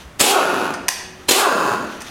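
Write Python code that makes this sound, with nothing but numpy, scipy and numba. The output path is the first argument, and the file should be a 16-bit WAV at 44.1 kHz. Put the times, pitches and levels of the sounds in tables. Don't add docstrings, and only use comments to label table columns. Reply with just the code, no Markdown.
import sys
import numpy as np
from scipy import signal
from scipy.fft import rfft, irfft
from scipy.io import wavfile
from scipy.ndimage import uniform_filter1d
from numba import njit

SR = 44100
rng = np.random.default_rng(int(sys.argv[2]) if len(sys.argv) > 2 else 0)


def put_to_file(sound):
    columns = np.atleast_2d(sound).T
    safe = np.clip(columns, -1, 1)
    whole_steps = np.round(safe * 32767)
    wavfile.write(sys.argv[1], SR, whole_steps.astype(np.int16))


N = 92610
T = np.arange(N) / SR

# valve_open_s, valve_close_s, exhaust_level_db
PULLS = [(0.21, 0.314, -8), (1.283, 1.408, -9.5)]
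# frequency_hz, gain_db
HOUSING = [(60, -27), (140, -4.5), (220, -3), (400, -2.5), (600, 4), (820, -3), (980, -2), (1350, 3.5),
           (1620, -4.5), (2050, -15.5), (2400, -18.5), (2660, -10), (3050, -21), (5000, -24), (15000, -34)]


def vane_motor():
    # time_s, vane_rate_hz, level_db
    rotor_runs = [
        [(.21, 69.3, -44), (.25, 298.3, -26), (.285, 379.6, -22.5), (.345, 420, -8), (.40, 285.2, -7.5),
         (.455, 211.1, -13), (.55, 139.5, -14), (.665, 87.43, -17.5), (.75, 35.07, -30)],
        [(1.312, 200.6, -12), (1.35, 358.4, -23), (1.405, 455.7, -10), (1.455, 366.2, -8.5), (1.50, 264.5, -11),
         (1.59, 176.9, -12.5), (1.735, 102, -14), (1.79, 74.7, -25), (1.87, 35.4, -30.5)],
    ]
    # frequency_hz, gain_db
    scrape_spectra = [
        [(900, -27), (2250, -14), (2650, 1), (3100, 0), (3800, 2), (5400, -5), (6700, -1), (8400, -18),
         (10300, -3), (11400, -8), (12500, -22), (16000, -33)],
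        [(900, -41), (2350, 0), (2660, 11.5), (2950, -10), (3800, 4), (4300, -6), (4800, 5.5), (5700, -8),
         (6750, 5.5), (8000, -11), (9300, -1), (10500, -11), (16000, -28)],
    ]
    out = 0
    for run, scrape_spectrum, (_, close_s, _) in zip(rotor_runs, scrape_spectra, PULLS):
        times, rates, levels = np.array(run, float).T
        vane_hz = np.interp(T, times, rates)
        running = np.clip((T - times[0]) / 0.014, 0, 1) * np.clip((times[-1] - T) / 0.02 + 1, 0, 1)
        turning = running > 0
        passes = np.cumsum(vane_hz * turning) / SR
        gain = undb(np.interp(T, times, levels)) * running
        contact = unit(np.exp(-(passes % 1)) * turning) * np.sqrt(np.mean(turning))
        rattle = vane_rattle(passes, vane_hz, contact, gain)
        scrape = undb(-16) * colour(gain * contact * noise(), scrape_spectrum)
        out += rattle + scrape + exhaust_hum(passes, vane_hz, running, close_s)
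    return out


def vane_rattle(passes, vane_hz, contact, gain, jitter_cycles=0.045, scatter_db=2, uneven_db=2):
    late, size = rng.standard_normal((256, 2)).T
    count = np.arange(1, int(passes[-1]))
    arrivals = np.searchsorted(passes, count + jitter_cycles * late[count]).clip(0, N - 1)
    lopsided = np.cos(2 * np.pi * count / 6)
    slap_db = scatter_db * size[count] + uneven_db * lopsided - 4
    slaps = np.zeros(N)
    slaps[arrivals] = undb(slap_db) * np.sqrt(SR / vane_hz[arrivals])
    housing_ring = unit(noise() * fade(t60=0.026)) / np.sqrt(N)
    ringing_slaps = 0.71 * slaps + convolve(slaps, housing_ring)
    chatter = undb(-5.5) * contact * noise()
    rattle = colour(gain * (ringing_slaps + chatter), HOUSING)
    return high_pass(high_pass(rattle, vane_hz), vane_hz)


def exhaust_hum(passes, vane_hz, running, close_s):
    # frequency_hz, gain_db
    port_response = [(40, -47), (90, -11.5), (140, -3.5), (200, 0), (280, -4.5), (390, -0.5), (560, -3),
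                     (800, 0.5), (1400, -4.5), (3000, -28.5)]
    ragged = passes + 0.055 * flutter(seconds=0.004)
    puffs = sum(undb(db) * np.cos(2 * np.pi * n * ragged) for n, db in [(1, 0), (2, -1.5), (3, -6)])
    pressure = np.exp(-((T - close_s - 0.0017) / 0.083) ** 2)
    level_db = -29.5 + 4.5 * pressure + 4 * flutter(seconds=0.0095)
    speed_gain = (vane_hz / 416) ** 1.15
    return colour(running * undb(level_db) * speed_gain * puffs, port_response)


def exhaust_air(opening_s=0.0093, closing_s=0.02):
    # frequency_hz, gain_db
    hiss_spectrum = [(60, -42), (170, -27), (250, -10.5), (400, 6.5), (580, -0.5), (820, 4), (1200, -6),
                     (1900, -4.5), (2550, 2.5), (3400, 1.5), (5500, -4), (8000, -2.5), (11500, -6),
                     (15500, -18)]
    # peak_s, level_db, rise_s, decay_s
    spits = [(0.197, -17, 0.0021, 0.014), (0.203, -5.5, 0.00076, 0.0052), (0.2125, 0, 0.0017, 0.0066),
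             (1.295, -7, 0.0037, 0.0084), (1.3107, -2.5, 0.00062, 0.004), (1.317, -2.5, 0.0018, 0.011)]
    # frequency_hz, gain_db
    spit_spectrum = [(100, -23.5), (250, -4), (1400, -3), (4000, -2.5), (5600, -2), (7300, -2),
                     (11000, -4.5), (15500, -14)]
    flow = 0
    for open_s, close_s, db in PULLS:
        opening = np.clip((T - open_s) / opening_s, 0, 1)
        closing = np.exp(-np.maximum(T - close_s, 0) / closing_s)
        flow += undb(db) * opening * closing
    bursts = sum(undb(db) * swell(peak, rise, decay) for peak, db, rise, decay in spits)
    return colour(flow * noise(), hiss_spectrum) + colour(bursts * noise(), spit_spectrum)


def valve_whistles(rise_s=0.0029):
    # peak_s, pitch_hz, level_db, decay_s
    whistles = [(.213, 7730, -2, 0.0061), (1.294, 4145, -2.5, 0.0057), (1.298, 6880, -4, 0.005)]
    return sum(undb(db) * swell(peak, rise_s, decay) * np.sin(2 * np.pi * hz * T)
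               for peak, hz, db, decay in whistles)


def hammer_knocks(thump_decay_s=0.0019, low_cut_hz=140.0):
    # start_s, level_db, decay_s, thump_level_db, thump_pitch_hz
    knocks = [(0.2079, 0, 0.0041, 6, 287), (.237, -10, 0.0044, -22, 220), (1.2881, -7.5, 0.01, -18, 262),
              (1.3102, -2, 0.0064, -2, 422)]
    # frequency_hz, gain_db
    blow_spectrum = [(40, -18), (120, -17.5), (210, 1), (500, 1), (900, -23.5), (1600, -14), (3500, -6.5),
                     (6000, -21.5), (15000, -35)]
    envelope = sum(undb(db) * strike(start, decay) for start, db, decay, _, _ in knocks)
    blows = colour(noise() * envelope, blow_spectrum)
    thumps = sum(undb(db) * strike(start, thump_decay_s) * np.sin(2 * np.pi * hz * (T - start))
                 for start, _, _, db, hz in knocks)
    return blows + high_pass(thumps, np.full(N, low_cut_hz))


def hammer_clacks(low_cut_hz=328.0):
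    # time_s, impulse_level_db
    clacks = [(0.4296, 14.5), (0.4314, 5), (0.4552, 13.5), (0.5429, 12.5), (1.4515, 6), (1.4588, 11),
              (1.5250, 15.5)]
    impulses = np.zeros(N)
    for time_s, db in clacks:
        impulses[int(time_s * SR)] = undb(db)
    return high_pass(colour(impulses, HOUSING), np.full(N, low_cut_hz))


def switch_clicks():
    # start_s, level_db, decay_s, tilt_db_per_octave
    clicks = [(0.738, -23.5, 0.0099, -2), (0.883, -7.5, 0.0035, 2.5), (0.8851, -16, 0.0017, -2.5),
              (0.8886, 5, 0.00096, 2.3), (2.005, -33, 0.0051, 2), (2.011, -30, 0.0036, -3),
              (2.018, -30, 0.0068, 2)]
    # frequency_hz, gain_db
    crack_spectrum = [(100, -27), (400, -11), (780, 4.5), (1100, 6), (1350, -7), (1750, 6), (2550, 2.5),
                      (3100, -1.5), (3800, -2.5), (5000, 1.5), (6200, 2), (7600, -5), (8700, 1.5),
                      (11500, -11), (13500, -13), (16000, -25)]
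    # frequency_hz, relative_level_db, t60_s
    metal_modes = [(794, -29, 0.028), (1820, -23, 0.019), (2480, -20, 0.019), (5114, -35, 0.012),
                   (5930, -23, 0.012), (8664, -39, 0.0074)]
    excitation = noise()
    cracks = sum(colour(excitation * undb(db) * strike(start, decay), crack_spectrum, tilt)
                 for start, db, decay, tilt in clicks)
    return cracks + convolve(cracks, undb(-14) * ring(metal_modes))


def run_down_moans():
    # start_s, end_s, start_hz, end_hz, level_db
    moans = [(0.63, 0.721, 186.9, 296.5, -29.5), (1.746, 1.87, 200.6, 384, -26)]
    out = 0
    for start, end, start_hz, end_hz, db in moans:
        progress = np.clip((T - start) / (end - start), 0, 1)
        arch = np.sqrt(4 * progress * (1 - progress))
        pitch_hz = start_hz + (end_hz - start_hz) * progress ** 2
        out += undb(db) * arch * np.sin(2 * np.pi * np.cumsum(pitch_hz) / SR)
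    return out


def hose_rustles():
    # peak_s, level_db, rise_s, decay_s
    rustles = [(.015, -41.5, 0.097, 0.029), (1.22, -48.5, 0.07, 0.048), (1.93, -38.5, 0.18, 0.062),
               (2.069, -35.5, 0.022, 0.076)]
    # frequency_hz, gain_db
    rub_spectrum = [(100, -1), (300, -3), (1400, 5), (2200, 3), (3500, 3), (5200, -5.5), (6000, 0.5),
                    (8000, -12), (10500, -10), (15500, -20)]
    grain_db = 1.6 * unit(uniform_filter1d(noise(), size=90))
    envelope = sum(undb(db) * swell(peak, rise, decay) for peak, db, rise, decay in rustles)
    return colour(noise() * unit(undb(grain_db)) * envelope, rub_spectrum)


def room(direct, tail_db=-6, build_s=0.0047):
    # frequency_hz, t60_s
    decay_times = [(100, 0.37), (300, 0.95), (800, 0.53), (2300, 0.74), (5500, 0.51), (10000, 0.37),
                   (16000, 0.27)]
    # frequency_hz, relative_level_db, t60_s
    room_modes = [(225.3, 2.5, 0.47), (371, 4, 0.48), (397.7, 2, 0.43), (724, 1, 0.69), (835, 7.5, 0.47),
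                  (1030, 2.5, 0.39), (1100, -4, .6), (1199, 5, 0.55), (1277, 1, 0.56), (1350, 1, 0.94)]
    octave = np.log2(np.clip(np.fft.rfftfreq(N, 1 / SR), 125, 16000) / 125)
    spectrum = rfft(noise())
    tail = 0
    for k in range(8):
        octave_band = irfft(spectrum * np.maximum(1 - abs(octave - k), 0), N)
        tail += octave_band * fade(at_freq(125 * 2 ** k, decay_times))
    tail = unit(tail * (1 - np.exp(-T / build_s))) / np.sqrt(N)
    return direct + convolve(direct, undb(tail_db) * tail + undb(-64.5) * ring(room_modes))


def floor_bumps(pitch_hz=65.4, rise_s=0.011):
    # peak_s, level_db, decay_s
    bumps = [(0.058, -35, 0.029), (1.79, -39, .03)]
    return sum(undb(db) * swell(peak, rise_s, decay) * np.sin(2 * np.pi * pitch_hz * (T - peak))
               for peak, db, decay in bumps)


def faint_tone(start_s=0.97, end_s=1.41, fade_s=0.038, pitch_hz=371.4, level_db=-46):
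    envelope = np.clip(np.minimum(T - start_s, end_s - T) / fade_s, 0, 1)
    return undb(level_db) * envelope * np.sin(2 * np.pi * pitch_hz * T)


def background(level_db=-42.5):
    # frequency_hz, gain_db
    ambient_spectrum = [(25, -11), (48, -8), (66, 1.5), (88, -5), (180, -4), (400, -11), (1400, -13.5),
                        (4000, -26.5), (10000, -33), (16000, -42)]
    return undb(level_db) * colour(noise(), ambient_spectrum)


def undb(db):
    return 10 ** (np.asarray(db) / 20)


def unit(x):
    return x / np.sqrt(np.mean(x ** 2))


def noise():
    return rng.standard_normal(N)


def flutter(seconds):
    width = int(seconds * SR)
    return unit(uniform_filter1d(uniform_filter1d(noise(), width), width))


def swell(peak_s, rise_s, decay_s):
    return np.exp(-np.maximum(peak_s - T, 0) / rise_s - np.maximum(T - peak_s, 0) / decay_s)


def strike(start_s, decay_s):
    return (T >= start_s) * np.exp(-np.maximum(T - start_s, 0) / decay_s)


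def fade(t60):
    return np.exp(-np.log(1000) * T / t60)


def ring(modes):
    return sum(undb(db) * fade(t60) * np.cos(2 * np.pi * hz * T) for hz, db, t60 in modes)


def convolve(x, response):
    return signal.fftconvolve(x, response)[:N]


def at_freq(hz, points):
    frequencies, values = np.array(points, float).T
    return np.interp(np.log(hz + 1), np.log(frequencies + 1e-12), values)


def colour(x, points, tilt=0):
    hz = np.fft.rfftfreq(2 * N, 1 / SR)
    magnitude = unit(undb(at_freq(hz, points) + tilt * np.log2(hz + 20)))
    cepstrum = irfft(np.log(magnitude))
    cepstrum[1:N] *= 2
    cepstrum[N + 1:] = 0
    return irfft(rfft(x, 2 * N) * np.exp(rfft(cepstrum)))[:N]


@njit
def high_pass(x, cutoff_hz):
    out, band, low = np.empty(len(x)), 0., 0.
    damping = np.sqrt(2.)
    for i in range(len(x)):
        g = np.tan(np.pi * cutoff_hz[i] / SR)
        v = (band + g * (x[i] - low)) / (1 + g * (g + damping))
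        out[i] = x[i] - damping * v - low - g * v
        band, low = 2 * v - band, low + 2 * g * v
    return out


@njit
def follow(x, attack_s, release_s):
    out, level = np.empty(len(x)), 0.
    for i in range(len(x)):
        level += (x[i] - level) / (SR * (attack_s if x[i] > level else release_s))
        out[i] = level
    return out


def scene():
    tool = vane_motor() + exhaust_air() + valve_whistles() + hammer_knocks() + hammer_clacks()
    tool += switch_clicks() + run_down_moans() + hose_rustles()
    mono = room(tool) + floor_bumps() + faint_tone() + background()
    return np.array([mono, mono])


def record(dry, threshold_db=-25, ratio=1.595, ceiling=1.05, top_hz=15900):
    level = follow(np.abs(dry[0]), attack_s=0.0065, release_s=0.066)
    compressed = dry * np.maximum(level / undb(threshold_db), 1) ** (1 / ratio - 1)
    rounded = ceiling * np.tanh(compressed / ceiling)
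    return signal.sosfilt(signal.ellip(10, 0.2, 80, top_hz, fs=SR, output="sos"), rounded)


dry = scene()
out = record(dry)
put_to_file(out)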